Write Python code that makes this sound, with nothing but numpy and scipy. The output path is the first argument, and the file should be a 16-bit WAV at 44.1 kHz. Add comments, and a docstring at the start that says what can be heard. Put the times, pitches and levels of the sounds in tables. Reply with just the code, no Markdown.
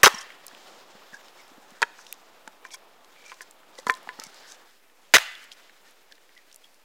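"""A hatchet splits a small log almost at once, and another after 5 s, heard from farther off after a cut at 4.7 s,
in a snowy forest: each split is a volley of tearing fibres (resonant noise bursts) that shakes log and steel,
overloads the input and echoes off the trunks. Between the blows split logs knock on a pile (decaying modes),
gloves, bark and snow tick (noise bursts) and thud (low decaying sines), bark scrapes and splinters ping (slip noise
through resonances), and sleeves rustle over the murmur of the woods (filtered noise)."""
import sys
import numpy as np
from scipy import signal
from scipy.io import wavfile

SR = 44100
rng = np.random.default_rng(int(sys.argv[2]) if len(sys.argv) > 2 else 0)


def bounce(signal):
    """Save signal as a 16-bit WAV file at the path given by the first command-line argument."""
    frames = np.transpose(np.atleast_2d(signal))
    limited = np.clip(frames, -1, 1)
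    pcm = np.round(limited * 32767).astype(np.int16)
    wavfile.write(sys.argv[1], SR, pcm)


N = 301644

# times the blade lands: [s]
BLOWS_S = [.032, 5.138]
# modes of a short dry log, the second its main ring: pitch_hz, level_db (relative), t60_s (before damping)
LOG_MODES = [(439, -8, 0.04), (990, -0.5, 0.1), (1310, -11, .04), (1430, -1.5, .045), (1710, -4.5, 0.069),
             (2020, -7.5, 0.059), (2230, -10, .035), (3250, -20.5, 0.06), (4080, -21, 0.027),
             (5630, -21.5, .015)]


def from_db(db):
    """Decibels to amplitude gain."""
    return 10 ** (np.asarray(db) / 20)


def rms_one(x):
    """Scales to rms 1."""
    return x / np.sqrt(np.mean(x ** 2) + 1e-20)


def at_hz(points, hz, axis=1):
    """A table column read on a log-frequency axis."""
    points = np.array(points)
    return np.interp(np.log(hz), np.log(points[:, 0]), points[:, axis])


def in_time(rows):
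    """A level curve in dB as a gain at every sample."""
    s, db = np.transpose(rows)
    return from_db(np.interp(np.arange(N) / SR, s, db))


def drift(rate_hz):
    """Slow random curve of rms 1: noise through a two-pole lowpass, run at SR / 40."""
    r = np.exp(-80 * np.pi * rate_hz / SR)
    white = rng.standard_normal(N // 40 + 2002)
    slow = signal.lfilter([1], [1, -2 * r, r * r], white)[2000:]  # settled part
    return np.interp(np.arange(N) / 40, np.arange(len(slow)), rms_one(slow))


def bandpass(x, low_hz, high_hz):
    """Butterworth band-pass."""
    return signal.sosfilt(signal.butter(2, [low_hz, high_hz], "band", fs=SR, output="sos"), x)


def bands(white):
    """Half-octave slices of two noises dealt in turn, with their centres."""
    edges_hz = 30 * 2 ** np.arange(0, 9.6, .5)
    for k, (low, high) in enumerate(zip(edges_hz, edges_hz[1:])):
        yield np.sqrt(low * high), bandpass(white[k % 2], low, high)


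def coloured(spectrum, white, patchy_db):
    """Noise with a spectrum, each band flickering partly on its own; rms 1."""
    together = drift(17.0)
    total = np.zeros(N)
    for hz, band in bands(white):
        flicker_db = patchy_db * (1.4 * together + drift(5.0))
        total += from_db(at_hz(spectrum, hz) + flicker_db) * band
    return rms_one(total)


def resonate(x, hz, width_hz):
    """One two-pole resonance, gain about 1 on top."""
    r = np.exp(-np.pi * width_hz / SR)
    zeros = np.array([1, 0, -1]) * (1 - r * r) / 2
    poles = [1, -2 * r * np.cos(2 * np.pi * hz / SR), r * r]
    return signal.lfilter(zeros, poles, x)


def add(track, s, sound):
    """Mixes a short sound in at time s."""
    i = round(s * SR)
    track[i:i + len(sound)] += sound[:len(track) - i]


def burst(fade_s, hz, sharpness, treble_db, rise_s):
    """A fading noise burst: a resonant body of peak 1 plus a bright edge."""
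    t = np.arange(3000) / SR
    envelope = (1 - np.exp(-t / rise_s)) * np.exp(-t / max(fade_s, 2e-4))
    spray = rng.standard_normal((2, len(t))) * envelope
    width_hz = hz / np.clip(sharpness, .3, 30)
    body = resonate(spray[0], hz, width_hz)
    body = resonate(body, hz, 3.9 * width_hz)  # steepens the skirts
    edge = bandpass(spray[1], 4500, 16000)
    return body / np.abs(body).max() + from_db(treble_db) * edge / np.abs(edge).max()


def scatter():
    """Chips and snow spraying: a gain that starts at each blow and dies away."""
    # one start level per blow: [dB]
    scatter_db = [-42, -40.5]
    fade_db_per_s = 90
    t = np.arange(N) / SR
    return sum((t > s) * from_db(db - fade_db_per_s * np.abs(t - s)) for s, db in zip(BLOWS_S, scatter_db))


def background():
    """Murmur and self-noise are smooth noise; cloth and flying chips come in fine grains."""
    # relative spectra of the woods, the sleeves with the chips, and the self-noise: pitch_hz, level_db
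    murmur_spectrum = [(24, -56), (40, -25.5), (166, -4.5), (519, 4), (1080, 4.5), (1310, -5), (2830, -10),
                       (3430, -8.5), (4000, -12), (5200, -41), (8800, -120)]
    rustle_spectrum = [(710, -31), (1200, -2.5), (1430, 6.5), (2040, -4.5), (3320, -1), (5900, -5),
                       (15200, -27.5), (16000, -15)]
    hiss_spectrum = [(18, -54), (30, -23), (158, -18.5), (190, -8), (506, -3), (1840, -15), (2400, -5.5),
                     (3210, -16.5), (15200, -18.5), (16500, -21)]
    # murmur level, which drops at the cut to a second, farther viewpoint at 4.7 s: time_s, level_db
    murmur_level = [(0, -50), (.4, -56.5), (.7, -52), (1.2, -56), (3.6, -59), (4.05, -54.5), (4.66, -58),
                    (4.71, -70.5), (5.0, -66), (5.5, -62), (6.84, -71)]
    # sleeve rustle level: time_s, level_db
    rustle_level = [(0, -55.5), (.28, -61.5), (.53, -54.5), (1.18, -57), (1.64, -60), (2.0, -57.5),
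                    (2.2, -62), (3.07, -64), (3.29, -54.5), (3.54, -63.5), (4.04, -54.5), (4.5, -51.5),
                    (4.69, -61), (4.95, -69), (5.12, -61), (5.6, -59), (6.13, -65), (6.84, -65.5)]
    hiss_db = -63.5
    grains = rng.standard_normal((2, N)) * from_db(2.4 * np.minimum(rng.exponential(1, N), 6))
    murmur = coloured(murmur_spectrum, rng.standard_normal((2, N)), patchy_db=.6)
    rustle = coloured(rustle_spectrum, grains, patchy_db=1.4)
    hiss = coloured(hiss_spectrum, rng.standard_normal((2, N)), patchy_db=.7)
    cloth_and_chips = (in_time(rustle_level) + scatter()) * rustle
    return in_time(murmur_level) * murmur + cloth_and_chips + from_db(hiss_db) * hiss


def ticks():
    """Small dry contacts as noise bursts: the clear ones, then faint ones at random."""
    # bark, splinters, ice crust and gloves: start_s, level_db, colour_hz
    clear = [(.015, -46, 6350), (0.148, -33, 5440), (.183, -39, 5500), (0.303, -34, 2200),
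             (0.4661, -25.5, 8400), (0.481, -30.5, 5000), (.512, -40, 1660), (.548, -34.5, 2600),
             (1.02, -42, 940), (1.132, -37, 1660), (1.209, -44, 2140), (1.283, -38.5, 3230),
             (1.706, -42, 6030), (1.988, -36.5, 1240), (2.066, -34.5, 3260), (2.126, -19, 12100),
             (2.125, -27.5, 2650), (2.477, -34.5, 5000), (2.651, -45.5, 6030), (2.706, -39, 2270),
             (2.744, -31.5, 7380), (3.045, -44.5, 4000), (3.162, -42.5, 2350), (3.240, -41, 2300),
             (3.266, -46, 2350), (3.296, -37.5, 2450), (3.342, -43, 5000), (3.418, -30.5, 8500),
             (3.510, -37, 7560), (3.631, -47.5, 1353), (3.753, -43.5, 4270), (3.787, -43, 6700),
             (3.867, -28, 5540), (3.872, -30, 4600), (3.886, -34, 8600), (3.905, -25, 5200),
             (3.92, -33, 5340), (3.939, -29.5, 3900), (3.951, -37.5, 5600), (3.971, -41, 8000),
             (4.030, -45, 10100), (4.198, -21, 4850), (4.2373, -26.5, 5460), (4.344, -38, 4630),
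             (4.5202, -31.5, 5130), (5.352, -31.5, 3100), (5.441, -43.5, 7900), (5.517, -30, 3300),
             (5.525, -36, 4470), (5.695, -42.5, 1780), (5.909, -47, 8015), (6.122, -35, 3400),
             (6.18, -45.5, 1953), (6.376, -38.5, 1978), (6.514, -44.5, 3730), (6.527, -41, 5400),
             (6.544, -36, 6350), (6.560, -35.5, 8750), (6.644, -44, 3270)]
    faint_count, faint_floor_db = 14, -52.5
    fade_s, fade_at_hz, treble_db = .002, 2500, -17
    sharp_hz, sharpest = 9100, 3  # sharpness is sharp_hz over the colour, capped
    out = np.zeros(N)
    chance = rng.random((faint_count, 3))
    faint = [(N / SR * a, faint_floor_db + 6 * b, 1500 * 2 ** (2.2 * c)) for a, b, c in chance]
    for s, level_db, hz in clear + faint:
        this_fade_s = fade_s * np.sqrt(fade_at_hz / hz)  # brighter is shorter
        sharpness = min(sharp_hz / hz, sharpest)
        add(out, s, from_db(level_db) * burst(this_fade_s, hz, sharpness, treble_db, rise_s=0.0004))
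    return out


def tears():
    """Fibres tearing as the blade goes through: coloured bursts, shorter as the split runs on."""
    # start_s, level_db, colour_hz
    fibres = [(.032, 10, 1502), (.036, -5.5, 487), (.038, 3.5, 1180), (0.044, 0, 2094), (0.05, -3, 2800),
              (0.057, -9, 3860), (.059, 2.5, 1770), (.063, -5, 890), (0.0671, -1, 1200), (.068, -5.5, 415),
              (0.072, -5, 893), (.074, -6.5, 1640), (0.079, -6.5, 895), (5.138, 3, 1507),
              (5.139, -6.5, 768), (5.141, -4.5, 3300), (5.144, -3, 2003), (5.147, -0.5, 1870),
              (5.150, -12, 398), (5.153, 3, 2050), (5.16, -1, 1700), (5.164, -13, 650), (5.167, -1, 1386),
              (5.166, -12, 3200), (5.182, -16, 1550), (5.184, -13, 1540)]
    first_fade_s, last_fade_s, shortening_s = 0.0064, 0.0012, 0.017
    treble_db = -12
    out = np.zeros(N)
    for s, level_db, hz in fibres:
        since_s = min(abs(s - blow) for blow in BLOWS_S)
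        fade_s = last_fade_s + (first_fade_s - last_fade_s) * np.exp(-since_s / shortening_s)
        add(out, s, from_db(level_db) * burst(fade_s, hz, 1.9, treble_db, rise_s=0.0001))
    return out


def shaken(force):
    """The tearing drives the modes of the log and of the steel head."""
    # modes of the steel head: pitch_hz, width_hz, level_db (relative)
    head_modes = [(3190, 35, -7), (3860, 130, 2.5), (5220, 160, 6), (6060, 730, 5), (8800, 42, -3)]
    log = sum(from_db(db - 10.0) * resonate(force, hz, 10.0 / t60) for hz, db, t60 in LOG_MODES)
    head = sum(from_db(db + 3.0) * resonate(force, hz, width_hz) for hz, width_hz, db in head_modes)
    return log + head


def forest(x):
    """Many scattered returns off the trunks, dying at a rate of their own in each band."""
    # echo by band: pitch_hz, level_db (relative), t60_s
    trunks = [(300, -52, 0.24), (600, -39, 0.19), (1000, -46, 0.47), (1720, -54, 0.78), (2500, -52.5, 0.88),
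              (3970, -46, 0.55), (7000, -44.5, 0.42), (12000, -47, 0.31)]
    t = np.arange(SR) / SR
    returns = rng.standard_normal((2, SR)) * from_db(2.5 * np.minimum(rng.exponential(1, SR), 6) - 4)
    echo = np.zeros(SR)
    for hz, band in bands(returns):
        decay_db = 60 * t / at_hz(trunks, hz, axis=2)
        echo += from_db(at_hz(trunks, hz) - decay_db) * band
    return signal.fftconvolve(x, echo * np.clip(t / .012, 0, 1))[:N]


def thuds():
    """Soft pushes in the snow: a low ring that swells for milliseconds and dies within some cycles."""
    # start_s, level_db (before swell and decay), pitch_hz
    pushes = [(0.041, -38, 200), (.065, -21, 300), (0.14, -29, 203), (0.531, -40.5, 270),
              (0.95, -39.5, 202), (1.128, -38.5, 200), (1.515, -36, 282), (1.579, -35, 260),
              (1.719, -39, 218), (1.827, -44, 183), (2.475, -37.5, 236), (3.786, -41.5, 246.5),
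              (3.866, -24.5, 216), (3.898, -28.5, 255), (4.074, -37.5, 248), (4.188, -34, 248),
              (4.265, -39, 187), (5.140, -31, 256.7), (5.162, -34, 85)]
    cycles_to_60_db = 6.7
    out, t = np.zeros(N), np.arange(SR // 5) / SR
    for s, level_db, hz in pushes:
        envelope = from_db(level_db - 60 * t * hz / cycles_to_60_db) * (1 - np.exp(-t / .002))
        add(out, s, envelope * np.sin(2 * np.pi * hz * t))
    return out


def scrapes():
    """Bark scrapes and short splinter pings: uneven slips drive a narrow squeak and a broad grit."""
    # start_s, length_s, squeak_db, squeak_hz, grit_db
    drags_and_pings = [(0.083, 0.17, -48, 1075, -51.5), (.142, .012, -41, 5700, -48),
                       (0.181, 0.012, -34.5, 5500, -55), (0.201, 0.032, -48, 3150, -43),
                       (1.122, 0.056, -49, 1636, -58), (1.23, .05, -65, 5320, -68),
                       (1.336, 0.16, -67.5, 5350, -68), (1.376, .04, -59.5, 2180, -66),
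                       (1.97, 0.072, -64, 6060, -55), (2.028, 0.14, -63, 3650, -58),
                       (2.639, 0.04, -54.5, 2350, -59), (2.704, 0.06, -52.5, 2300, -47),
                       (2.733, 0.026, -48.5, 3330, -52), (3.158, .09, -58, 2320, -73),
                       (3.234, 0.12, -56, 2350, -57.5), (3.406, 0.034, -51, 1750, -51.5),
                       (3.776, .028, -50, 1970, -47), (3.877, 0.023, -48, 4620, -47),
                       (4.196, 0.13, -60, 2200, -55.5), (4.465, 0.1, -78, 1490, -52),
                       (5.512, 0.026, -46, 3280, -49), (5.846, .05, -60.5, 1797, -66),
                       (6.109, .025, -55, 1692, -63), (6.361, 0.044, -53, 1964, -67.5),
                       (6.631, 0.033, -57.5, 3330, -69.5)]
    rise_share, fall_share, grit_hz = 0.23, 0.37, 5500  # shares of the length
    stick_s, stick_db = .006, 4  # the stroke catches and lets go
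    out, t = np.zeros(N), np.arange(SR // 2) / SR
    for s, length_s, squeak_db, squeak_hz, grit_db in drags_and_pings:
        slips = rng.standard_normal((2, len(t))) * from_db(5 * np.minimum(rng.exponential(1, len(t)), 5))
        squeak = rms_one(resonate(resonate(slips[0], squeak_hz, 110), squeak_hz, 250))
        grit = rms_one(resonate(resonate(slips[1], grit_hz, grit_hz * 0.39), grit_hz, grit_hz * 1.3))
        catches = from_db(stick_db * np.interp(t / stick_s, np.arange(100), rng.standard_normal(100)))
        ramps = np.minimum(t / rise_share, (length_s - t) / fall_share)
        stroke = np.clip(ramps / length_s, 0, 1)
        add(out, s, stroke * catches * (from_db(squeak_db) * squeak + from_db(grit_db) * grit))
    return out


def knocks():
    """Log on log: a few broad cycles and splintering, then the log's modes ring, struck unevenly."""
    # start_s, ring_db, main_ring_hz, damping (factor), crack_db, crack_hz
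    hits = [(.141, -50, 1030, 1.5, -55, 500), (1.8190, -21.5, 964, 1.06, -13, 4400),
            (1.8255, -15.5, 922, 4.1, -25, 1180), (1.8277, -15, 985, 3.9, -4.5, 1790),
            (1.833, -17, 962, 1.74, -19.5, 1712), (2.476, -36, 887, 2.5, -33, 1600),
            (2.651, -40.5, 1037, 1.4, -32, 1610), (2.742, -43, 1044, 1.4, -48, 1716),
            (3.318, -35, 970, 3.1, -29.5, 1410), (3.324, -40, 1044, 1.5, -40, 1480),
            (3.408, -43, 1030, 0.89, -30, 1850), (3.787, -36.5, 520, 2.1, -31.5, 4050),
            (3.868, -19.5, 989, 1.54, -16.5, 1420), (3.891, -26.5, 620, 2.4, -24, 650),
            (3.8972, -20, 1030, 0.78, -6.5, 1690), (4.073, -53, 780, 5.3, -34, 780),
            (4.09, -33.5, 1010, 0.92, -24.5, 1830), (4.19, -41.5, 890, 0.94, -41, 480),
            (4.217, -41, 1310, 1.2, -44, 1200)]
    splinter_db, treble_db = -2, -26.5  # against the crack; its bright edge
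    out, t = np.zeros(N), np.arange(SR // 4) / SR
    for s, ring_db, ring_hz, damping, crack_db, crack_hz in hits:
        uneven_db = rng.normal(0, 2.0, len(LOG_MODES))
        scale = ring_hz / LOG_MODES[1][0]
        ring = np.zeros(len(t))
        for k, ((hz, db, t60), u) in enumerate(zip(LOG_MODES, uneven_db)):
            decay = from_db(db + u - 60 * t * damping / t60)
            ring += decay * np.sin(2 * np.pi * hz * scale * t) * (-1) ** k
        ring *= 1 - np.exp(-t / 0.0001)
        cycles = t * crack_hz
        clack = np.sin(2 * np.pi * cycles) * cycles / 1.05 * np.exp(1 - cycles / 1.09)
        splinters = burst(0.0018, crack_hz, 1.7, treble_db, rise_s=0.0001)
        add(out, s, from_db(ring_db) * ring + from_db(crack_db) * clack)
        add(out, s, from_db(crack_db + splinter_db) * splinters)
    return out


def scene():
    """Cracks and knocks echo; the small sounds are too faint to."""
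    near_db, far_db, knock_db, cut_s = -6.5, -0.5, -8.5, 4.7  # echo sends; start of the farther viewpoint
    cracks, logs = tears(), knocks()
    crack_send_db = np.where(np.arange(N) / SR < cut_s, near_db, far_db)
    sent = cracks * from_db(crack_send_db) + logs * from_db(knock_db)
    loud = cracks + shaken(cracks) + logs + forest(sent)
    return (loud + ticks() + scrapes() + thuds() + background())[None]


def record(dry):
    """The bass is cut, the input stage flattens the loudest peaks, then bottom and top are cut."""
    bass_cut_hz, coupling_hz, cutoff_hz = 120, 90, 17050
    overload, offset = .6, .001  # amplitude; constant added last
    thin = signal.sosfilt(signal.butter(1, bass_cut_hz, "high", fs=SR, output="sos"), dry)
    flat = thin / (1 + np.abs(thin / overload) ** 5.0) ** (1 / 5.0)
    flat = signal.sosfilt(signal.butter(1, coupling_hz, "high", fs=SR, output="sos"), flat)
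    return signal.sosfilt(signal.cheby2(12, 70, cutoff_hz, fs=SR, output="sos"), flat) + offset


dry = scene()
out = record(dry)
bounce(out)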